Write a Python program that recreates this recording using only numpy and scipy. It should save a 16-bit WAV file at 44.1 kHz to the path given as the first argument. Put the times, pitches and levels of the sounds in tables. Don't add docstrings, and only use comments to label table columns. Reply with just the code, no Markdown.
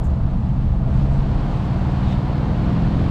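import sys
import numpy as np
from scipy import signal
from scipy.fft import rfft, irfft, next_fast_len
from scipy.io import wavfile

SR = 44100
rng = np.random.default_rng(int(sys.argv[2]) if len(sys.argv) > 2 else 0)


def materialize(psi):
    bounded = np.clip(np.atleast_2d(psi).T, -1, 1)
    quanta = np.round(bounded * 32767).astype(np.int16)
    wavfile.write(sys.argv[1], SR, quanta)


N = 136710


def from_db(db):
    return 10 ** (np.asarray(db) / 20)


def rms_one(x):
    return x / np.sqrt(np.mean(x ** 2) + 1e-20)


def in_time(rows):
    return np.interp(np.arange(N) / SR, *np.transpose(rows))


def at_hz(points, hz):
    freqs, db = np.transpose(points)
    return np.interp(np.log(hz), np.log(freqs), db)


def drift(rate):
    r = np.exp(-80 * np.pi * rate / SR)
    slow = signal.lfilter([1], [1, -2 * r, r * r], rng.standard_normal(N // 40 + 2002))[2000:]
    return np.interp(np.arange(N) / 40, np.arange(len(slow)), rms_one(slow))


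def noise(spectrum):
    size = next_fast_len(N)
    hz = np.maximum(np.arange(size // 2 + 1) * SR / size, 1)
    skirts = 1 / (1 + (spectrum[0][0] / hz) ** 4) / (1 + (hz / spectrum[-1][0]) ** 4)
    white = rfft(rng.standard_normal(size))
    return rms_one(irfft(white * from_db(at_hz(spectrum, hz)) * skirts, size)[:N])


def ring(clicks, hz, t60):
    r, w = np.exp(-np.log(1000) / (t60 * SR)), 2 * np.pi * hz / SR
    return signal.lfilter([0, np.sin(w)], [1, -2 * r * np.cos(w), r * r], clicks + 1e-18)


# time in seconds, speed in rpm.
REVS = [(0.0, 1728), (0.5, 1848), (1.0, 2015), (1.5, 2163), (2.0, 2295), (2.5, 2417), (3.1, 2558)]


def engine_motion(jitter=0.0027):
    rpm = in_time(REVS)
    cycle_hz = rpm / 120 * (1 + jitter * drift(30))
    return rpm, 2 * np.pi * np.cumsum(cycle_hz) / SR


# harmonic of the cycle, dB pulling lightly, dB pulling hard.
HARMONICS = [(2, -1, -2.5), (3, -0.5, -1), (4, 3.5, 3), (5, -0.5, -2), (6, -5, 0), (7, -4, -1),
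             (8, 3.5, 5.5), (9, 1.5, -3), (10, -4, 2.5), (11, 3, -7), (12, 4.5, -1), (13, 0.5, 1.5),
             (14, 3, -4.5), (15, -1, -1.5), (16, 1.5, 0.5)]
# frequency in Hz, gain in dB.
CABIN = [(29, -27.5), (34, -21), (39, -32), (43, -39), (50, -28), (62, -44), (76, -28.5), (90, -43),
         (102, -33), (115, -33), (125, -28), (136, -25), (153, -41), (166, -34.5), (180, -34.5), (204, -32),
         (222, -46.5), (245, -43), (268, -42.5), (285, -47.5), (315, -43), (360, -60.5), (450, -59.5),
         (700, -60), (1300, -79.5)]
# frequency in Hz, dB gained per 1000 rpm.
GROWTH = [(60, 6.5), (130, 6.5), (190, 10.5), (260, 21.5), (400, 16.5), (1000, 0)]


def engine_drone(rpm, angle, pull_s=1.355, pull_rise_s=0.046, waver_db=1.34, waver_hz=3.5):
    pull = .5 + .5 * np.tanh((np.arange(N) / SR - pull_s) / pull_rise_s)
    strength_db = {round(k): light + (hard - light) * pull for k, light, hard in HARMONICS}
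    krpm_above_mean = (rpm - rpm.mean()) / 1000
    drone = np.zeros(N)
    for k in range(2, 60):
        hz = k * rpm / 120
        db = at_hz(CABIN, hz) + strength_db.get(k, 0) + at_hz(GROWTH, hz) * krpm_above_mean
        db += waver_db * drift(waver_hz)
        drone += np.sqrt(2) * from_db(db) * np.sin(k * angle + 2 * np.pi * rng.random())
    return drone


# time in seconds, level in dB.
CLATTER_LEVEL = [(0, -37), (.5, -43.5), (.75, -41), (.95, -36.5), (1.25, -37), (1.55, -34.5), (2.2, -35.5),
                 (2.5, -33.5), (3.1, -33.5)]
# frequency in Hz, gain in dB.
CLATTER_EQ = [(200, -8.5), (300, 5), (385, 4.5), (440, 1), (505, 3.5), (550, -0.5), (620, 1.5), (750, -3.5),
              (1050, -4.5), (1400, -10.5), (2000, -27), (3500, -33)]


def engine_clatter(angle, turn_depth=0.06, firing_depth=0.28):
    crank = 2 * angle
    pulsing = 1 + turn_depth * np.cos(crank) + firing_depth * np.cos(2 * crank)
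    return from_db(in_time(CLATTER_LEVEL)) * rms_one(noise(CLATTER_EQ) * pulsing)


# time in seconds, level in dB.
SHAKE_LEVEL = [(0, -17.5), (.11, -16), (.175, -21), (.235, -14), (.3, -24), (.7, -19), (.85, -22.5),
               (1.05, -18.5), (1.35, -20.5), (1.5, -34.5), (1.7, -30.5), (2.05, -23), (2.3, -26.5),
               (2.65, -24.5), (3.1, -20)]
RUMBLE_LEVEL = [(0, -30), (.4, -22.5), (.7, -27.5), (.87, -21.5), (1.05, -27), (1.25, -25), (1.7, -25.5),
                (2.2, -28.5), (2.65, -25), (3.1, -29.5)]
TREAD_LEVEL = [(0, -45.5), (.3, -43.5), (.65, -43.5), (1, -43), (1.3, -40.5), (1.6, -39), (2, -38.5),
               (2.3, -38.5), (3.1, -42)]
# frequency in Hz, gain in dB.
SHAKE_EQ = [(14, -10), (25, -6), (40, -5), (53, 0), (63, -2), (74, 1), (90, -7)]
RUMBLE_EQ = [(85, -3.5), (122, 3), (155, -5.5), (195, -7), (235, -11), (300, -16), (370, -36.5), (500, -29)]
TREAD_EQ = [(500, -19.5), (640, -5), (710, -2.5), (780, -1), (920, -3.5), (1200, -9), (1600, -22)]


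def tyres():
    layers = (SHAKE_LEVEL, SHAKE_EQ), (RUMBLE_LEVEL, RUMBLE_EQ), (TREAD_LEVEL, TREAD_EQ)
    return sum(from_db(in_time(level)) * noise(colour) for level, colour in layers)


# time in seconds, pitch in Hz, level in dB.
TYRE_RING = [(0, 664.2, -44), (.27, 665, -45), (.55, 662.5, -57), (.95, 655, -42), (1.3, 689.7, -50),
             (1.601, 711.4, -45.5), (2.0, 719.2, -41.5), (2.349, 706, -48), (2.72, 701, -43.5),
             (3.1, 714, -53)]


def tyre_ring(width_hz=13):
    seconds, hz, db = np.transpose(TYRE_RING)
    phase = 2 * np.pi * np.cumsum(in_time(np.c_[seconds, hz])) / SR
    tone = drift(width_hz) * np.cos(phase) + drift(width_hz) * np.sin(phase)
    return from_db(in_time(np.c_[seconds, db])) * rms_one(tone)


# time in seconds, level in dB.
RUSH_LEVEL = [(0, -52.5), (.65, -51), (.82, -52.5), (.97, -46.5), (1.08, -48), (1.2, -46), (1.55, -44),
              (1.85, -44), (2.05, -42.5), (2.2, -44), (2.7, -43), (3.1, -42)]
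HISS_LEVEL = [(0, -67.5), (.65, -67), (.84, -67.5), (0.972, -60), (1.08, -64), (1.14, -59.5), (1.25, -64),
              (1.5, -61), (2.0, -61), (2.35, -64), (2.7, -62), (3.1, -61.5)]
SIZZLE_LEVEL = [(0, -85.5), (1.05, -82), (1.25, -84), (1.5, -77), (2.1, -80), (2.35, -78), (3.1, -78.5)]
# frequency in Hz, gain in dB.
RUSH_EQ = [(700, 1), (1500, 5.5), (2200, 0.5), (3000, -1.5), (4400, -6), (5500, -16), (8000, -30),
           (11000, -33.5)]
HISS_EQ = [(4000, 4.5), (6000, 0.5), (8300, -3), (9000, -9.5), (10100, -11), (10700, -23), (13000, -33)]
SIZZLE_EQ = [(10500, -20.5), (11500, -7.5), (12600, 0), (14000, -6.5), (15300, -11.5)]


def rushing_air(angle, flutter_db=0.48, pulse_depth=0.059):
    rush_db = in_time(RUSH_LEVEL) + flutter_db * drift(21)
    rush = from_db(rush_db) * noise(RUSH_EQ) * (1 + pulse_depth * np.cos(2 * angle))
    hiss = from_db(in_time(HISS_LEVEL)) * noise(HISS_EQ)
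    sizzle = from_db(in_time(SIZZLE_LEVEL)) * noise(SIZZLE_EQ)
    return rush + hiss + sizzle


# frequency in Hz, gain in dB.
SWISH_EQ = [(1800, -0.5), (2700, -1), (3250, -5.5), (3700, 4), (4100, -10), (5500, -13.5), (7000, -17.5),
            (8400, -16.5), (9200, -30)]


def roadside_swish(pass_s=2.128, peak_db=-43.5, rise_s=0.062, fall_s=0.015):
    t = np.arange(N) / SR - pass_s
    swell = np.exp(-np.abs(t) / np.where(t < 0, rise_s, fall_s))
    return from_db(peak_db) * swell * noise(SWISH_EQ)


# start in seconds, level in dB.
TAPS = [(.037, -49), (.042, -58), (.049, -55), (.058, -62), (.066, -59), (.1, -60), (0.307, -63)]
# pitch in Hz, gain in dB, seconds to fade by 60 dB.
METAL_MODES = [(6700, -15, .04), (7000, -12, .05), (7420, -13, .09), (7650, -15, .11), (8500, -14, 0.071)]
# frequency in Hz, gain in dB.
SCRATCH_EQ = [(5500, -1), (7000, 4), (8300, -1), (9500, -6), (11000, -11), (12700, -5), (14000, -13)]


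def metal_jingle(scratch_db=-6, rise_s=0.002, fall_s=0.01):
    starts, tap_db = np.transpose(TAPS)
    clicks = np.zeros(N)
    clicks[(starts * SR).astype(int)] = from_db(tap_db)
    ringing = sum(ring(clicks, hz, t60) * from_db(db) for hz, db, t60 in METAL_MODES)
    fall, rise = np.exp(-1 / (fall_s * SR)), np.exp(-1 / (rise_s * SR))
    contact = signal.lfilter([1 - rise], np.poly([fall, rise]), clicks + 1e-18)
    return ringing + from_db(scratch_db) * contact * noise(SCRATCH_EQ)


def scene():
    rpm, angle = engine_motion()
    engine = engine_drone(rpm, angle) + engine_clatter(angle)
    return (engine + tyres() + tyre_ring() + rushing_air(angle) + roadside_swish() + metal_jingle())[None]


def record(dry):
    cutoff_hz = 15300
    return signal.sosfilt(signal.ellip(10, .1, 80, cutoff_hz, fs=SR, output="sos"), dry)


dry = scene()
out = record(dry)
materialize(out)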